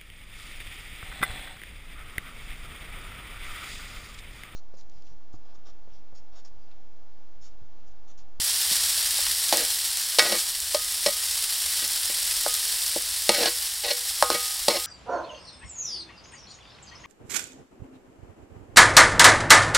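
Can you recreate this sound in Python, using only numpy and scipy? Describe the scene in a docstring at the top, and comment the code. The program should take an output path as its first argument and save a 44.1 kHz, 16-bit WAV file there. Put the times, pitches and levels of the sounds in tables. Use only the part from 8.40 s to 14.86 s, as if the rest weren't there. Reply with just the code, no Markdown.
"""In an open hut kitchen, food sizzles in hot oil in a cast wok over a wood fire.
Tiny steam bubbles burst by the thousand, and now and then a drop of water spits.
A long metal spatula knocks on the wok, scrapes along its wall and catches, so that both ring.
The fire rumbles faintly below."""
import sys
import numpy as np
from scipy import signal
from scipy.fft import rfft, irfft, next_fast_len
from scipy.io import wavfile

SR = 44100
rng = np.random.default_rng(int(sys.argv[2]) if len(sys.argv) > 2 else 0)


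def store_wav(level_fs):
    """Save 16-bit WAV to argv[1]."""
    pcm = np.round(np.clip(np.atleast_2d(level_fs), -1, 1) * 32767)
    wavfile.write(sys.argv[1], SR, pcm.T.astype(np.int16))


N = 284886
TIME = np.arange(N) / SR


# how hard the food fries: t/s, level/dB
FRYING_LEVELS = [(0.01, -24), (0.42, -22.0), (0.94, -24), (1.15, -23.5), (1.39, -25.5), (1.72, -26.5),
                 (1.93, -24), (2.13, -28), (2.92, -25.5), (3.06, -26.5), (3.42, -24.0), (3.63, -25.5),
                 (4.12, -24.5), (4.68, -27), (5.01, -26), (5.34, -28.5), (5.43, -29), (6.0, -26.5),
                 (6.28, -29.5), (6.46, -29)]
def frying_db():
    """The frying flares whenever food is turned onto hot metal."""
    return np.interp(TIME, *np.transpose(FRYING_LEVELS))


# tone of the bursting bubbles: f/Hz, level/dB
SIZZLE_TONE = [(150, -23), (320, -22), (420, -20.5), (800, -12.5), (1400, -10.5), (1900, -5), (2350, -8.5),
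               (3100, -2), (4500, 1.5), (5500, 2.5), (6300, -5), (7800, 0.5), (9600, 1), (15500, -10)]
def sizzle(level_db=-1.04, flurry_s=0.0034, flurry_depth=.18, tick_db=-12):
    """Bubbles snap and ring over a fine froth, in flurries that start at once and die away."""
    starts = np.abs(clicks(220, spread_db=2.5, largest=4.0))
    flurries = signal.lfilter([1], [1, -np.exp(-1 / (flurry_s * SR))], starts)
    activity = (1 + flurry_depth * unit_power(flurries)) * from_db(.35 * drift(30))
    snaps = unit_power(clicks(9000 * activity, spread_db=2.0, largest=4.7))
    froth = rng.standard_normal(N)
    pops = bubbles(5000 * activity, cycles=4.5)
    oil = unit_power(shape_tone(activity * (snaps + 0.66 * pops + 0.64 * froth), SIZZLE_TONE))
    # the smallest droplets go off as lone, very short ticks
    ticks = unit_power(band_pass(clicks(260, spread_db=9.5, largest=1.8), 8500, 20000))
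    return (oil + from_db(tick_db) * ticks) * from_db(level_db + frying_db())


def bubbles(per_s, cycles, sizes=16):
    """Each bursting bubble rings for a few cycles at a pitch set by its size."""
    bursts = clicks(per_s, spread_db=3.0)
    size_group = rng.integers(0, sizes, N)
    return unit_power(sum(hz * ring(bursts * (size_group == k), hz, cycles / hz)
                          for k, hz in enumerate(np.geomspace(1500, 15000, sizes))))


# the loudest spitting drops: t/s, peak level/dB
LOUD_DROPS = [(1.172, 0.5), (2.203, -8), (4.141, -3), (4.464, -8)]
def spits(per_s=3, above_frying_db=14.5, spread_db=1.5):
    """Water drops flash to steam with a bright snap; the small ones follow the frying level."""
    snap = band_pass(signal.unit_impulse(256), 5500, 12500, order=2)
    moments = rng.random(N) < per_s / SR
    small = moments * from_db(frying_db() + above_frying_db + spread_db * rng.standard_normal(N))
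    loud = sum(place([from_db(db)], s) for s, db in LOUD_DROPS)
    return np.convolve(small + loud, snap / np.abs(snap).max())[:N]


def stirring():
    """Scrapes, judders and knocks each give three forces: on the touched spot, wok and spatula."""
    forces = [*scrapes(), *judders(), *knocks()]
    on_spot, on_wok, on_spatula = map(sum, zip(*forces))
    return crack(on_spot) + touched_spot(on_spot) + wok(on_wok) + spatula(on_spatula)


# spatula blows: t/s, force level/dB, knock f/Hz, bright metal level/dB, chatter time/s
BLOWS = [(.312, -15.5, 136, -28, .006), (.789, -23.5, 1500, -4, .0015), (0.866, -20.5, 2270, -1, .002),
         (1.1258, -3.5, 565, -1.5, 0.0099), (1.7864, -1, 810, 0.5, .01), (1.7938, -12, 1490, 10.5, 0.0059),
         (1.824, -15, 500, 1, .0023), (2.664, -8.5, 240, -16, .008), (3.423, -19.5, 226, -1, .014),
         (3.699, -21.5, 396, 0, 0.0052), (4.0635, -7.5, 880, -9, 0.00086), (4.562, -12.5, 376, -11, .0055),
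         (4.8923, 3.5, 563, -3.5, 0.0051), (5.8254, 3.5, 990, -7, 0.0013), (5.9025, -1.5, 790, -9, .002),
         (6.2832, 3, 620, -5, 0.0055)]
def knocks(wok_db=-3, spatula_db=-7, chatter=0.14, size=4096):
    """The blade hits and chatters to rest; the barer the metal, the more the spatula sings."""
    for s, db, pitch_hz, metal_db, chatter_s in BLOWS:
        tap = signal.unit_impulse(size)
        rattle = tap + chatter * rng.standard_normal(size) * np.exp(-TIME[:size] / chatter_s)
        first_hit = from_db(db) * place(touch(tap, pitch_hz, metal_db), s)
        whole_hit = from_db(db) * place(touch(rattle / np.linalg.norm(rattle), pitch_hz, metal_db), s)
        yield whole_hit, first_hit * from_db(wok_db), first_hit * from_db(spatula_db + 0.93 * metal_db)


# spatula pushes: t/s, length/s, force level/dB, starting f/Hz, bright metal level/dB, wok level/dB
PUSHES = [(1.134, .11, -6.5, 541, -0.5, -9), (1.806, .16, -4.5, 410, 0, -16),
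          (4.904, 0.069, -6.5, 660, 6, 4), (4.977, 0.11, 0, 520, 0, -3), (5.433, .085, -7, 821, 4, 4),
          (5.907, .055, -5.5, 440, 0, 0), (6.294, 0.08, -2, 661.5, -1, 0.5)]
def scrapes(level_db=-39.5, spatula_db=-8, fade_s=0.0055):
    """The blade presses on the wall, slides along it and lifts off."""
    age = TIME[:8192]
    for s, length, db, start_hz, metal_db, wok_db in PUSHES:
        pressure = np.interp(age, [0, length, length + 2 * fade_s], [1, 1, 0])
        pressure *= np.minimum(age / fade_s, 1)
        force = from_db(level_db + db) * place(pressure * grind(age, length, start_hz, metal_db), s)
        yield force, force * from_db(wok_db), force * from_db(spatula_db)


# tones of the sliding blade: multiple of the grinding pitch, level/dB
GRIND_TONES = [(.62, -10), (1, -4.5), (1.5, -7), (3.7, -1.5), (5.3, -2), (6.6, -6.5), (8.4, -12)]
def grind(age, length, start_hz, metal_db, pitch_fall=.2, squeal_db=-15, waver=0.0473):
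    """The blade sticks and slips, and its tones glide down as it travels."""
    size = len(age)
    end_hz = start_hz * (1 - pitch_fall)
    pitch = np.interp(age, [0, length], [start_hz, end_hz])
    slips = clicks(6000, spread_db=1.5, largest=3.7)[:size]
    slips = unit_power(slips * from_db(4.1 * drift(130.5, size)))
    force = touch(slips, np.sqrt(start_hz * end_hz), metal_db, metal_top_hz=6160)
    for multiple, tone_db in GRIND_TONES:
        hz = multiple * pitch * (1 + waver * drift(302, size))
        grip = unit_power(from_db(3.4 * drift(63.0, size)))  # each tone catches and lets go on its own
        gain = from_db(squeal_db + tone_db + metal_db * (multiple > 2))
        force += grip * gain * np.sin(2 * np.pi * np.cumsum(hz) / SR)
    return force


# the blade catches: t/s, force level/dB, bounce f/Hz, bright metal level/dB
CATCHES = [(1.923, -14, 600, -4), (2.3463, -10, 610, -5), (2.662, -9, 594, -2), (2.683, -16.5, 580, -7),
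           (5.058, -14.5, 642, -1)]
def judders(fade_s=.013, unevenness=.09, wok_db=-5, spatula_db=-8):
    """A catching blade makes a quick, nearly even run of bounces that fades out."""
    for s, db, bounce_hz, metal_db in CATCHES:
        gaps = (1 + unevenness * rng.standard_normal(16)) / bounce_hz
        ages = np.cumsum(gaps) - gaps[0]
        strengths = np.maximum(1 - ages / fade_s, 0)
        bounces = np.bincount(np.abs(ages * SR).astype(int), strengths, minlength=4096)
        force = from_db(db) * place(touch(bounces, bounce_hz, metal_db), s)
        yield force, force * from_db(wok_db), force * from_db(spatula_db)


def touch(jolts, pitch_hz, metal_db, width=2.025, metal_top_hz=10000):
    """The wall gives a hollow knock, pitched by where it is hit; bare metal adds a bright edge."""
    hollow = band_pass(jolts, pitch_hz / width, pitch_hz * width, order=2)
    return hollow + from_db(metal_db) * band_pass(jolts, 1450, metal_top_hz, order=2)


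# tone of the blade meeting the wall: f/Hz, level/dB
CRACK_TONE = [(50, -3), (150, 13.5), (300, -3.5), (700, 11), (1300, 15), (2400, 13), (4500, 16.5),
              (5600, 5), (6500, 6), (9000, 16), (15000, 0)]
def crack(force):
    """Some sound goes straight into the air from where the blade touches."""
    return shape_tone(force, CRACK_TONE)


# notes of blade and wall pressed together: f/Hz, level/dB, ring time/s
SPOT_NOTES = [(216, -32, 0.15), (343, -20.5, 0.053), (559, -19.5, 0.055), (597, -14.5, 0.032),
              (710, -35.5, 0.0087), (804, -9, 0.012), (1077, -30.5, 0.16), (2925, -15.5, 0.0075),
              (4105, -8.5, 0.013), (4620, -12.5, 0.0095), (5340, -12, 0.027)]
def touched_spot(force):
    """Where blade and wall touch, their ringing dies quickly."""
    return ring_notes(force, SPOT_NOTES)


# the wok's own notes: f/Hz, level/dB, ring time/s
WOK_NOTES = [(490.4, -29, 0.29), (787, -40.5, 1.3), (1060, -32, 0.096), (1246, -27, 0.59), (1416, -39, .25),
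             (1460, -32, 0.2), (3680, -45, .1), (4300, -39, 0.076), (5260, -48, .2)]
def wok(force):
    """The shaken wok rings on freely, like a dull bell."""
    return ring_notes(force, WOK_NOTES)


# the spatula's own notes: f/Hz, level/dB, ring time/s
SPATULA_NOTES = [(1485, -27.5, 0.22), (1664, -16.5, 0.059), (1917, -16, 0.16), (2060, -18, 0.023),
                 (2237, -19, 0.19), (2620, -24, 0.093), (3730, -24, .1), (4500, -22.5, 0.066)]
def spatula(force, shift_db=2.5, shifts_per_s=4):
    """The hand shifts its grip, so each touch brings out other notes of the spatula."""
    return sum(from_db(db) * ring(force * from_db(shift_db * drift(shifts_per_s)), hz, ring_s)
               for hz, db, ring_s in SPATULA_NOTES)


# tone of the wood fire: f/Hz, level/dB
FIRE_TONE = [(15, -6.5), (35, 2.5), (55, -1), (80, 4), (100, -11.5), (160, -32), (400, -42)]
def fire(level_db=-55):
    """The flames give a low, slightly unsteady rumble."""
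    flicker_db = 2.0 * drift(6.42)
    return from_db(level_db + flicker_db) * unit_power(shape_tone(rng.standard_normal(N), FIRE_TONE))


def hut(x, echo_s=.13, echo_db=-13):
    """Planks and tarpaulin send back a faint, short wash of echoes."""
    age = TIME[:8192]
    echoes = rng.standard_normal(len(age)) * from_db(-60 * age / echo_s) * (age > .004)
    return x + from_db(echo_db) * signal.fftconvolve(x, echoes / np.linalg.norm(echoes))[:N]


def from_db(db):
    """Turn decibels into a number to multiply by."""
    return 10 ** (np.asarray(db) / 20)


def unit_power(x):
    """Scale a signal to an average power of 1."""
    return x / np.sqrt(np.mean(x ** 2) + 1e-20)


def drift(per_s, size=N):
    """A random wander, about 1 in size, that turns `per_s` times a second."""
    return unit_power(np.interp(TIME[:size] * per_s, np.arange(size), rng.standard_normal(size)))


def clicks(per_s, spread_db, largest=4.9):
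    """Clicks at random moments: many small ones, a few large."""
    sizes = from_db(spread_db * np.minimum(rng.exponential(1, N), largest)) * rng.choice([-1, 1], N)
    return sizes * (rng.random(N) < per_s / SR)


def place(sound, s):
    """Set a short sound into silence, starting at `s` seconds."""
    return np.pad(sound, (round(s * SR), N))[:N]


def ring(force, hz, ring_s):
    """Each jolt starts a note that fades by 60 dB in `ring_s` seconds."""
    decay, angle = from_db(-60 / (ring_s * SR)), 2 * np.pi * hz / SR
    feedback = decay * np.cos(angle)
    return signal.lfilter([1, -feedback], [1, -2 * feedback, decay * decay], force + 1e-18)


def ring_notes(force, notes):
    """One force sets all the notes of an object ringing."""
    return sum(from_db(db) * ring(force, hz, ring_s) for hz, db, ring_s in notes)


def band_pass(x, low_hz, high_hz, order=1):
    """Keep the sound between two frequencies."""
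    band = signal.butter(order, [low_hz, min(high_hz, .45 * SR)], "band", fs=SR, output="sos")
    return signal.sosfilt(band, x + 1e-18)


def shape_tone(x, tone):
    """Turn frequencies up or down along a curve of f/Hz, level/dB points."""
    size = 2 * next_fast_len(N // 2 + SR // 8)
    hz, db = np.transpose(tone)
    curve_db = np.interp(np.log(np.arange(size // 2 + 1) * SR / size + 1), np.log(hz), db)
    # fold the filter forward in time, so nothing sounds before its cause
    folded = irfft(np.log(from_db(curve_db)))
    folded[1:size // 2] *= 2
    folded[size // 2 + 1:] = 0
    return irfft(rfft(x, size) * np.exp(rfft(folded)))[..., :N]


def scene():
    """The wok stands straight ahead over the fire, alike in both channels."""
    return np.tile(sizzle() + spits() + hut(stirring()) + fire(), (2, 1))


def record(dry, cutoff_hz=15800):
    """The loudest peaks are clipped, and the highest treble is cut steeply."""
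    treble_cut = signal.ellip(12, .1, 80, cutoff_hz, fs=SR, output="sos")
    return signal.sosfilt(treble_cut, np.clip(dry, -.95, .95))


dry = scene()
out = record(dry)
store_wav(out)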